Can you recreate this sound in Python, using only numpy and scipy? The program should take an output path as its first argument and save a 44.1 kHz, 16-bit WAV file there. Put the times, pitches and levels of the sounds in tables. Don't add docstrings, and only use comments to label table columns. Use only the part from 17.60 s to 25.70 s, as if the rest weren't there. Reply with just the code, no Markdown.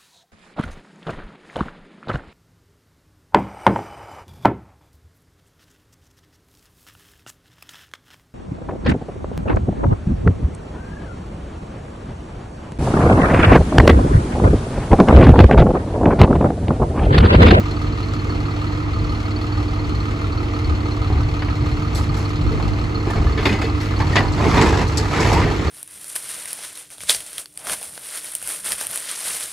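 import sys
import numpy as np
from scipy import signal
from scipy.fft import rfft, irfft, next_fast_len
from scipy.io import wavfile
from scipy.ndimage import uniform_filter1d, map_coordinates

SR = 44100
rng = np.random.default_rng(int(sys.argv[2]) if len(sys.argv) > 2 else 0)


def master_out(mix):
    frames = np.transpose(np.atleast_2d(mix))
    ceiling = np.clip(frames, -1, 1)
    pcm = np.round(ceiling * 32767).astype(np.int16)
    wavfile.write(sys.argv[1], SR, pcm)


def invert_db(level):
    return 10 ** (np.asarray(level, dtype=float) / 20)


N = 357210
T = np.arange(N) / SR

# freq_hz, left_right_likeness [0-1]
LIKENESS = [(60, 0.98), (300, 0.62), (900, 0.34), (2500, 0.16), (4300, 0.86), (7000, 0), (9000, 0)]
# freq_hz, left_minus_right_db
PORT_TILT = [(60, 1.5), (100, -2), (180, -1.5), (300, -4), (510, -1), (880, -4), (1500, -2.5), (2560, 4),
             (4380, 1), (7480, 0)]

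# freq_hz, level_db_per_hz
LOW_SPECTRUM = [(20, -30), (40, 2), (62, 5.5), (90, 4.5), (160, -6.5), (300, -43)]
# peak_s, length_s, shared_boom_db, port_wind_db
LOW_SWELLS = [(.35, .3, -30, -45), (1.427, 0.2, -23, -34), (2.0, 0.11, -24.5, -48), (2.303, 0.2, -26, -34),
              (2.74, 0.16, -26, -40), (3.112, 0.21, -21.5, -33), (3.572, 0.24, -17.5, -41),
              (4.07, 0.43, -22, -41), (4.444, 0.39, -23, -38), (4.8, 0.12, -25, -44), (4.974, 0.32, -49, -23),
              (5.15, 0.16, -23, -47), (5.64, 0.15, -15, -41), (6.002, 0.41, -30, -40), (6.48, 0.26, -19, -49),
              (6.781, 0.19, -31, -30), (7.02, 0.78, -20, -35), (7.748, 0.27, -17, -42), (8.1, 0.16, -18.5, -43)]

# time_s, firing_hz
FAR_FIRING = [
    (0, 100.1),
    (1.2, 100),
    (1.5, 99.3),
    (3.1, 99.3),
    (3.4, 100.2),
    (4, 100),
    (4.4, 99.3),
    (5, 99.4),
    (5.3, 100.3),
    (8.1, 100.2),
]
# firing_multiple [-], over_firing_db, phase_rad
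FAR_ORDERS = [(1.5, -15, 5.05), (2.25, -16, 0), (4.5, -24, 0)]
# freq_hz, level_db_rms
PUMP_LINES = [(55, -34), (117.4, -36), (234.8, -48), (352, -49), (656, -52), (4190, -63)]

# time_s, crank_lead_cycles
GOVERNOR_LEAD = [(0, 0), (.45, .005), (1.6, .031), (3.2, .031), (4.95, -.009), (6.2, -.02), (7.3, -.002),
                 (8.1, -.011)]
# cycle_multiple [-], level_db_rms; the faint 36th order lies close to the far engine's own line
# near 225 Hz
EXHAUST_ORDERS = [(6, -36), (8, -38), (12, -30), (14, -41), (24, -39), (36, -51), (42, -45), (46, -42),
                  (48, -33), (50, -43), (52, -50), (54, -44), (72, -45.5), (78, -53)]
# place_cycle [0-1], ring_hz, peak_db, t60_s
BLOCK_KNOCKS = [(.04, 1280, -23, .03), (.068, 1200, -19.5, .035), (.348, 1237, -16, .032),
                (.395, 1238, -21, .035), (.518, 1269, -13.5, .029), (.585, 1241, -23, .035),
                (.865, 1149, -22.5, .03), (.905, 1260, -22, .03), (.236, 2087, -35, .09),
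                (.625, 1200, -23.5, .04), (.72, 2050, -34, .08), (.19, 1180, -27, .035)]
# place_cycle [0-1], hiss_rise_db
VALVE_CLATTER = [(.02, 9), (.192, 6.5), (.345, 13.5), (.52, 8.5), (.685, 11.5), (.855, 4.5)]
# freq_hz, level_db_per_hz
ROAR_SPECTRUM = [(22, -45), (45, 2.5), (110, -8), (170, -7.5), (300, -5), (450, -8.5), (580, -16.5),
                 (750, -13.5), (1350, -14), (1600, -21), (2050, -19), (2600, -21.5), (3300, -28)]
# freq_hz, level_db_per_hz
HISS_SPECTRUM = [(1500, -2.5), (3000, 7), (4200, 8), (4900, 3.5), (5600, 2.5), (7000, 0.5), (8200, -4.5),
                 (10500, -10.5), (12200, -12), (14700, -19.5), (16000, -54)]
INJECTOR_TICKS = [(.025, -40.5), (.19, -52), (.342, -45), (.395, -42.5), (.53, -49), (.678, -43.5),
                  (.732, -44)]
# freq_hz, level_db_per_hz
TICK_SPECTRUM = [(3600, -45), (4100, 0), (4330, 8), (4550, -3), (5000, -40)]
INJECTOR_HZ = np.array([4420, 4300, 4320, 4300, 4220, 4300])
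# start_s, peak_db, pitch_hz
HARD_TICKS = [(0.113, -28, 4200), (0.164, -27, 4440), (0.4288, -29, 4240), (0.7022, -28, 4370),
              (1.7615, -23, 4480), (1.924, -26, 4460), (2.2432, -32, 4440), (2.7246, -27, 4410),
              (2.7755, -27, 4370), (3.046, -25, 4420), (3.3163, -25, 4170), (4.1195, -25.5, 4210),
              (4.354, -24, 4260), (4.4921, -29, 4360), (4.6527, -27, 4400), (5.3531, -23, 4260),
              (5.7238, -25, 4390), (6.3644, -27, 4460), (6.4172, -24, 4410), (6.6821, -27, 4400),
              (8.074, -27, 4410)]

# freq_hz, level_db_per_hz
SCRAPE_SPECTRUM = [(300, -24), (500, -2), (900, 2.5), (1500, -6), (2100, -4), (3000, -12), (4500, -16),
                   (7000, -21), (10000, -31.5)]
# freq_hz, level_db_per_hz
SHOWER_SPECTRUM = [(2500, -18), (4200, 3), (7000, -1.5), (8300, -2), (10500, -11), (12200, -13),
                   (14700, -24), (16000, -43)]
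# freq_hz, level_db_per_hz
TRAILER_SPECTRUM = [(60, -24), (130, 5), (250, 1), (450, 1.5), (800, -47)]
# peak_s, length_s, scrape_db, trailer_weight_db
SLIDES = [(3.16, 0.26, -46, 8), (3.53, 0.17, -41, 9), (4.102, 0.36, -41, 0.5), (4.4, 0.14, -34, 0),
          (4.595, 0.12, -33, -5), (4.774, 0.17, -54, 0), (5.04, 0.35, -37, 4), (5.52, 0.12, -35, -3),
          (5.66, 0.25, -34.5, 7), (5.892, 0.16, -27, 3), (6.065, 0.19, -36, 7), (6.218, 0.075, -42, -15),
          (6.397, 0.09, -31.5, 2), (6.57, 0.19, -27, 1), (6.86, 0.19, -24, 2.5), (7.019, 0.26, -18, 3.5),
          (7.194, 0.12, -25, 3.5), (7.4, 0.34, -29.5, -0.5), (7.666, 0.24, -18.5, 0.5),
          (7.809, 0.2, -25.5, 6.5), (8.055, 0.57, -28, 3)]

# freq_hz, level_db, t60_s
BAR_MODES = [(1580, -7, .3), (1790, -2, .25), (2020, 0, .7), (2200, -2, .4), (2490, -4, .3), (2620, -4, .4),
             (2960, -6, .3), (3240, -8, .3), (3500, -6, .25), (3760, -9, .15), (4260, -8, .2),
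             (4810, -10, .3), (5250, -15, .2), (6650, -14, .2)]
# start_s, strongest_mode_db
BAR_LANDINGS = [
    (5.776, -34.5),
    (5.854, -30),
    (5.89, -30),
    (5.925, -30.5),
    (6.015, -33),
    (6.045, -37.5),
    (6.575, -36),
]
# start_s, ring_hz, peak_db
PIECES = [(6.8, 1028, -26), (6.825, 1894, -24), (6.86, 857, -22), (6.862, 2200, -25), (6.888, 918, -28),
          (6.927, 1837, -32), (6.933, 1033, -24), (6.949, 2040, -26), (6.969, 3460, -31),
          (6.978, 965, -13.5), (6.979, 2500, -25), (6.982, 3904, -29), (6.989, 1870, -27),
          (7.004, 2170, -31), (7.007, 2469, -33), (7.024, 3750, -31), (7.026, 2750, -27),
          (7.032, 1378, -23), (7.034, 990, -21), (7.034, 2080, -24), (7.058, 1760, -21), (7.058, 2469, -24),
          (7.078, 1050, -21), (7.082, 2540, -26), (7.087, 1665, -28), (7.09, 1952, -32), (7.1, 855, -25),
          (7.13, 1640, -20.5), (7.148, 805, -22), (7.187, 1940, -29), (7.529, 1300, -20), (7.592, 925, -26),
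          (7.596, 2250, -22), (7.599, 1305, -25), (7.603, 1710, -22), (7.612, 2460, -27),
          (7.612, 4191, -35), (7.615, 2170, -28), (7.627, 970, -20), (7.634, 2296, -27), (7.645, 977, -16),
          (7.658, 1837, -25), (7.676, 2239, -30), (7.677, 800, -19), (7.677, 1205, -27), (7.688, 2756, -34),
          (7.692, 1780, -33), (7.713, 908, -18), (7.715, 2660, -32), (7.719, 2050, -19), (7.721, 3617, -33),
          (7.735, 2620, -24), (7.741, 864, -18), (7.756, 1952, -25), (7.764, 976, -31), (7.776, 631, -21),
          (7.777, 1780, -30), (7.796, 1205, -24), (7.817, 1200, -21), (7.822, 2080, -21),
          (5.782, 3416, -36), (5.855, 1780, -25), (5.89, 2497, -24), (5.92, 2440, -32), (6.017, 2497, -26),
          (6.035, 4730, -31), (6.075, 2630, -31), (6.405, 1710, -29), (6.558, 2520, -21), (6.86, 427, -19),
          (6.975, 5713, -34), (6.993, 5455, -35), (7.19, 2727, -29), (7.22, 2641, -33), (7.372, 7665, -24),
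          (7.388, 4507, -27), (7.504, 2268, -31), (7.605, 318, -13.5), (7.664, 4507, -27),
          (7.664, 6546, -39), (7.69, 3129, -34), (7.721, 4794, -31), (5.565, 2190, -29), (5.668, 1750, -30),
          (6.45, 1020, -25), (6.315, 1750, -29), (6.335, 1490, -35), (6.44, 150, -17), (6.53, 1860, -22),
          (3.82, 1740, -32)]
# start_s, peak_db, ring_hz, t60_s
PANEL_RINGS = [(3.497, -29, 750, .12), (3.5, -27, 450, .12), (4.802, -15, 151, 0.14),
               (4.845, -20, 341, 0.15), (5.472, -17.5, 337, 0.18), (5.499, -26.5, 1770, 0.14),
               (5.554, -20, 215, .15), (5.668, -29, 1210, 0.074), (5.791, -19, 425, .14),
               (5.855, -20, 1105, 0.08), (5.855, -16, 1205, .08), (5.857, -13.5, 385, 0.12),
               (5.866, -15.5, 280, 0.2), (5.876, -16.5, 433, 0.16), (5.905, -13, 203, 0.15),
               (6.018, -45, 1500, .08), (6.018, -33, 757, 0.23), (6.557, -11, 1200, 0.055),
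               (6.573, -11, 1950, .085), (4.811, -23, 199, .12), (4.934, -17.5, 442, 0.14),
               (6.398, -16, 882, 0.11), (6.4, -28, 1600, 0.11), (6.575, -23, 757, .17),
               (6.598, -25, 1800, 0.18), (6.558, -18, 2430, 0.11), (5.854, -23, 3750, 0.052),
               (5.854, -23, 4600, 0.055), (5.776, -28, 1760, .1)]

# freq_hz, level_db_per_hz
DULL_SPECTRUM = [(350, -0.5), (600, 4.5), (1000, 6.5), (1500, -15), (2200, -12)]
# freq_hz, level_db_per_hz
EDGE_SPECTRUM = [(1200, 3.5), (1900, 8), (2600, 1), (4500, -2.5), (7500, -24), (11000, -30)]
# ring_multiple [-], level_db
PLATE_MODES = [(1.002, -1), (1.129, -11), (1.259, -3), (1.45, -12), (1.64, -16), (1.9, -6), (2.16, -9),
               (2.6, -20), (3.3, -23)]
# start_s, peak_db, ring_hz, edge_db, t60_s
THUMPS = [
    (3.5, -18, 841, -21, 0.17),
    (3.549, -28.5, 714, -21, 0.33),
    (5.469, -15.5, 805, -10.5, 0.14),
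    (5.553, -19.5, 692, -15, 0.53),
    (5.776, -19.5, 1744, 1, 0.29),
    (5.854, -14.5, 872, 5.5, 0.24),
    (5.922, -20, 1970, -5, 0.13),
    (6.286, -33, 2030, 3, 0.13),
    (6.565, -18, 1400, 5, 0.18),
]
# start_s, peak_db, ring_hz, edge_db, t60_s
CLANKS = [(3.599, -19, 1180, -19, 0.098), (3.82, -16.5, 993, -2, 0.085), (3.883, -19, 1326, -2, 0.087),
          (4.998, -16, 874, -12, 0.1), (5.498, -21, 1630, -15, 0.31), (6.016, -20, 2566, 0, 0.16),
          (6.205, -35, 1070, 11.5, 0.55), (6.314, -28, 973, -3.5, 0.34), (6.4, -13, 924, -9.5, 0.25),
          (6.555, -5, 1024, 0.5, 0.16), (6.577, -15.5, 772, -20, 0.71), (6.797, -13, 1030, -20, 0.39),
          (6.974, -10.5, 990, -4, 0.24), (7.196, -16.5, 990, -6, 0.29), (7.532, -16, 1370, -4, 0.11),
          (7.6, -26, 1196, 0, 0.24), (7.727, -10.5, 961, -13, 0.27), (7.813, -17.5, 1220, -1, 0.35)]
# start_s, peak_db, pitch_hz, t60_s
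THUDS = [
    (3.09, -15, 67, 0.4),
    (3.5, -14, 69, 0.41),
    (4.912, -22, 438, 0.27),
    (5.561, -14.5, 62.5, 0.92),
    (6.04, -19.5, 449, 0.21),
    (6.398, -16, 56, 0.36),
    (7.386, -17, 425, 0.11),
    (7.498, -19, 143, 0.17),
    (2.8, -31, 111, 0.35),
]
# start_s, peak_db, ring_hz, t60_s, extra_sparkle_db
TINKS = [(4.348, -22, 7860, 0.28, 5.5), (4.3794, -43, 4820, 0.11, 9), (4.568, -32, 5400, 0.19, 8),
         (4.6894, -31, 5270, 0.098, 3), (5.5024, -31, 7080, 0.11, 8), (5.853, -23.5, 4770, 0.23, 3.5),
         (5.9259, -28, 4900, 0.078, -4), (6.013, -30.5, 4930, 0.32, 3), (6.2094, -34, 5570, 0.57, 6),
         (6.4014, -30, 4770, 0.12, 3), (6.558, -11.5, 7040, 0.052, -11), (6.721, -26.5, 7300, 0.15, -6),
         (7.0128, -16, 7400, 0.18, -8), (7.2769, -26.5, 5780, 0.16, -1), (7.3715, -9.5, 7400, 0.12, -0.5),
         (7.6028, -20, 5300, 0.22, -1.5), (7.7294, -19.5, 5490, 0.14, 4)]

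# from_hz, to_hz, gain_db
MID_GAPS = [(8350, 9550, -45), (12400, 14000, -45), (15300, 17000, -18)]
# from_hz, to_hz, gain_db
SIDE_GAPS = [(6200, 7500, -8), (6750, 7450, -22), (10350, 12000, -45), (14300, 17000, -35)]


def unit(x):
    return x / np.sqrt(np.mean(x ** 2) + 1e-20)


def along(points, hz):
    f, v = np.transpose(points)
    return np.interp(np.log(hz + 1), np.log(f + 1), v)


def falling(spectrum, hz):
    octaves_above = np.log2(np.maximum(hz / spectrum[-1][0], 1))
    return invert_db(along(spectrum, hz) - 30 * octaves_above)


def curve(rows):
    s, value = np.transpose(rows)
    return np.interp(T, s, value)


def wobble(rate_hz):
    knots = rng.standard_normal(int(N * rate_hz / SR) + 4)
    return map_coordinates(knots, [T * rate_hz])


def filtered(x, response):
    m = next_fast_len(N + 8192)
    return irfft(rfft(x, m) * response(np.fft.rfftfreq(m, 1 / SR)), m)[..., :N]


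def rush(spectrum, likeness, patchy_db, grain=1):
    z = signal.stft(rng.standard_normal((2, N)), nperseg=512)[2]
    field = uniform_filter1d(rng.standard_normal(z.shape[1:]), size=5, axis=0)
    field = uniform_filter1d(field, size=8, axis=1)
    patchy = signal.istft(z * invert_db(patchy_db * unit(field)), nperseg=512)[1][:, :N]

    def mid_side(hz):
        turn_rad = np.arccos(np.clip(along(likeness, hz), -1, 1)) / 2
        return falling(spectrum, hz) * [np.cos(turn_rad), np.sin(turn_rad)]

    mid, side = filtered(grain * patchy, mid_side)
    return unit(np.array([mid + side, mid - side]))


def placed(s, shapes):
    size = shapes.shape[1]
    at = np.round(np.maximum(s, 0) * SR).astype(int)[:, None] + np.arange(size)
    return np.bincount(at.ravel(), shapes.ravel(), N + size)[:N]


def rings(s, hz, db, t60, size, rise_s=.001):
    t = np.arange(size) / SR
    decay = invert_db(db[:, None] - 60 * t / t60[:, None])
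    rise = 1 - np.exp(-t / rise_s)
    return placed(s, decay * np.sin(2 * np.pi * hz[:, None] * t) * rise)


def bursts(s, db, t60):
    t = np.arange(SR // 2) / SR
    decay = invert_db(db[:, None] - 60 * t / t60[:, None])
    return placed(s, decay * np.minimum(t / .0018, 1))


def swells(s, length, db, floor_db):
    t = T[::128]
    bells = invert_db(db[:, None] - 24 * ((t - s[:, None]) / length[:, None]) ** 2)
    return np.interp(T, t, np.sqrt(invert_db(floor_db) ** 2 + np.sum(bells ** 2, axis=0)))


def ports(pair, lag_s):
    def half(hz):
        turn_rad = np.minimum(np.pi * hz * lag_s, np.pi)
        return invert_db(along(PORT_TILT, hz) / 2) * np.exp(-1j * turn_rad)

    return filtered(pair, lambda hz: np.array([half(hz), 1 / half(hz)]))


def booms_and_wind():
    s, length, boom_db, port_db = np.transpose(LOW_SWELLS)
    boom = rush(LOW_SPECTRUM, [(50, 0.99)], patchy_db=3)
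    power = np.abs(uniform_filter1d(boom ** 2, size=4096)).mean(axis=0)
    boom = boom / np.sqrt(power + .1)
    buffeting = rush(LOW_SPECTRUM, [(50, -0.59)], patchy_db=4.5)
    return swells(s, length, boom_db, -34) * boom + swells(s, length, port_db, -48) * buffeting


def far_machine():
    phase = 2 * np.pi * np.cumsum(curve(FAR_FIRING)) / SR
    firing = np.sin(phase) + invert_db(-16.5) * np.sin(phase / 2)
    for multiple, db, rad in FAR_ORDERS:
        firing += invert_db(db) * np.cos(multiple * phase + rad)
    lines = invert_db(-25) * firing
    for hz, db in PUMP_LINES:
        lines += invert_db(db + 2.9 * wobble(8)) * np.sin(2 * np.pi * hz * T + 1.35 * wobble(1.982))
    return np.sqrt(2) * lines * invert_db([[-.6], [.6]])


def since(crank, place):
    return (crank - place) % 1


def exhaust(crank):
    tones = 0
    for k, db in EXHAUST_ORDERS:
        tones += np.sqrt(2) * invert_db(db + 1.7 * wobble(8)) * np.cos(2 * np.pi * k * crank + k * k)
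    return tones


def block_knocks(crank):
    place, hz, db, t60 = np.tile(np.transpose(BLOCK_KNOCKS), int(crank[-1]) + 1)
    place_chance, db_chance, hz_chance = rng.standard_normal((3, len(hz))) * [[.002], [1], [.022]]
    turns = np.arange(len(hz)) // len(BLOCK_KNOCKS) + place + place_chance
    db = np.where(turns < crank[-1], db + db_chance, -200)
    rows = np.array([np.interp(turns, crank, T), hz * (1 + hz_chance), db, t60])
    knocks = invert_db(-1) * rings(*rows[:, hz < 1700], size=4096, rise_s=.003)
    pings = rings(*rows[:, hz >= 1700], size=4096)
    return knocks, pings


def injectors(crank):
    gate = sum(invert_db(db) * np.exp(-since(crank, place) / 0.07) for place, db in INJECTOR_TICKS)
    firing = (6 * crank).astype(int)
    pitch, force = rng.standard_normal((int(6 * crank[-1]) + 9, 2))[firing].T
    tone_hz = INJECTOR_HZ[firing % 6] + 90 * pitch
    tone = np.sin(2 * np.pi * np.cumsum(tone_hz) / SR) * invert_db(2.5 * wobble(200))
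    noise = rush(TICK_SPECTRUM, LIKENESS, patchy_db=1)
    ticks = uniform_filter1d(gate * invert_db(1.5 + 1.9 * force), size=64) * (.75 * noise + .55 * tone)
    s, db, hz = np.transpose(HARD_TICKS)
    return ticks + rings(s, hz, db - 2, np.full(len(s), .055), size=4096, rise_s=.002)


def valves_and_roar(crank):
    clatter_db = sum(db * np.exp(-since(crank, place) / 0.086) for place, db in VALVE_CLATTER)
    rise_db = uniform_filter1d(clatter_db, size=110)
    hiss_grain = invert_db(rise_db * (0.55 + 0.18 * wobble(34)))
    hiss = invert_db(-43.5) * rush(HISS_SPECTRUM, LIKENESS, patchy_db=1.1, grain=hiss_grain)
    roar = invert_db(-29) * rush(ROAR_SPECTRUM, LIKENESS, patchy_db=1.2, grain=invert_db(.35 * rise_db))
    return hiss + roar


def tractor():
    crank = 6.24 * T + curve(GOVERNOR_LEAD)
    knocks, pings = block_knocks(crank)
    engine = exhaust(crank) + knocks + injectors(crank) + valves_and_roar(crank)
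    return ports(engine, lag_s=.00022) + ports(pings, lag_s=.00013)


def slides():
    s, length, db, weight_db = np.transpose(SLIDES)
    dig_s, stir_db = 2.9, -55
    on = np.clip((T - dig_s) / .1, 0, 1)
    near = [(100, 1.0), (1000, 0.77), (4000, 0.76), (9000, 0.021)]
    scrape_grain = invert_db(1.3 * wobble(50) + 2.2 * wobble(250))
    scrape = rush(SCRAPE_SPECTRUM, near, patchy_db=1.5, grain=scrape_grain)
    when, pitch, force, hold = rng.random((2400, 4)).T
    hz = 450 * 12 ** pitch
    clink_db = along(SCRAPE_SPECTRUM, hz) + 14 * force
    clinks = unit(rings(when * T[-1], hz, clink_db, .02 + .05 * hold, size=1536))
    shower_grain = invert_db(2 * wobble(120) + 3 * wobble(700))
    shower = rush(SHOWER_SPECTRUM, near, patchy_db=1.5, grain=shower_grain)
    trailer = rush(TRAILER_SPECTRUM, near, patchy_db=1.5)
    out = swells(s, length, db - 2.27, stir_db) * (scrape + 0.46 * clinks)
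    out += swells(s, length, db - 2 + weight_db, stir_db + 7.9) * trailer
    out += swells(s, length, db - 14.5 - 0.67 * weight_db, stir_db - 27) * shower
    return on * out


def bar():
    s, db = np.transpose(BAR_LANDINGS + BAR_LANDINGS)
    out = 0
    for hz, level_db, t60 in BAR_MODES:
        mode_hz = hz + rng.normal(0, 20, len(s))
        mode_db = db + level_db - 5.5 + rng.normal(0, 1.5, len(s))
        mode = rings(s, mode_hz, mode_db, np.full(len(s), 1.05 * t60), size=8192)
        out += invert_db(3 * wobble(110)) * mode
    return out


def impacts():
    s, hz, db = np.transpose(PIECES)
    t60 = 0.1 * (1000 / hz) ** 0.21
    pieces = rings(s, hz, db + 1, t60, size=4096, rise_s=.0037)
    s, db, hz, t60 = np.transpose(PANEL_RINGS)
    panels = rings(s, hz, db, t60, size=8192, rise_s=.002)
    return invert_db(3 * wobble(140)) * pieces + invert_db(1.5 * wobble(120)) * panels


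def plate_rings(s, db, hz, edge_db, t60):
    rattle = invert_db(3.5 * wobble(120))
    out = 0
    for k, level_db in PLATE_MODES:
        hz_chance, db_chance = rng.standard_normal((len(s), 2)).T
        mode_hz = hz * (k + 0.0334 * (k - 1) * hz_chance)
        mode_db = db + edge_db * (mode_hz > 1700) + level_db - 15.5 + 3 * db_chance
        out += rattle * rings(s, mode_hz, mode_db, 1.3 * t60, size=8192)
    return out


def tinks(likeness):
    s, db, hz, t60, sparkle_db = np.transpose(TINKS)
    spray = rush(SHOWER_SPECTRUM, likeness, patchy_db=1.5, grain=invert_db(2 * wobble(500)))
    sparkle = filtered(spray, lambda hz: hz > 9000)
    out = bursts(s, db - 8.5, t60) * (spray - sparkle)
    out += bursts(s, db - 8.5 + sparkle_db, t60) * sparkle
    return out + rings(s, hz, db - 13, .5 * t60, size=8192)


def blows():
    s, db, hz, edge_db, t60 = np.transpose(THUMPS + CLANKS)
    trailer_db = np.repeat([3.5, -4.5], [len(THUMPS), len(CLANKS)])
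    wide = [(100, 1.0), (3000, 0.7), (9000, 0.035)]
    dull = rush(DULL_SPECTRUM, wide, patchy_db=2, grain=invert_db(2.2 * wobble(200)))
    edge = rush(EDGE_SPECTRUM, wide, patchy_db=2, grain=invert_db(2.5 * wobble(250)))
    trailer = rush(TRAILER_SPECTRUM, wide, patchy_db=1)
    out = bursts(s, db - 11.5, t60) * dull
    out += bursts(s, db + edge_db - 8, .9 * t60) * edge
    out += bursts(s, db + trailer_db - 10, 1.1 * t60) * trailer
    out += plate_rings(s, db, hz, edge_db, t60)
    s, db, hz, t60 = np.transpose(THUDS)
    return out + rings(s, hz, db, t60, size=24576) + tinks(wide)


def scene():
    scrap = slides() + bar() + impacts() + blows()
    return booms_and_wind() + far_machine() + tractor() + ports(scrap, lag_s=0)


def gap_gain(hz, gaps):
    depth_db = 0
    for lo, hi, db in gaps:
        depth_db = depth_db + db * np.clip(np.minimum(hz - lo, hi - hz) / 300 + .5, 0, 1)
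    return invert_db(depth_db)


def thin_treble(pair):
    left, right = pair
    full = np.array([left + right, left - right]) / 2
    thin = filtered(full, lambda hz: np.array([gap_gain(hz, MID_GAPS), gap_gain(hz, SIDE_GAPS)]))
    treble = uniform_filter1d(np.abs(filtered(full[0], lambda hz: hz > 6000)), size=512)
    sharp = treble > invert_db(13) * np.roll(treble, 512)
    open_s, open_share = .035, .14
    near_attack = uniform_filter1d(1. * sharp, size=round(open_s * SR), origin=round(open_s * SR / 3))
    share = np.clip(near_attack * 20, 0, open_share)
    mid, side = thin + share * (full - thin)
    return np.array([mid + side, mid - side])


def top_cut(x):
    return signal.sosfilt(signal.butter(12, 15760, fs=SR, output="sos"), x)


def record(dry):
    limited = dry / (1 + np.abs(dry / .99) ** 8) ** (1 / 8)
    mix = thin_treble(limited)
    return top_cut(mix)


dry = scene()
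out = record(dry)
master_out(out)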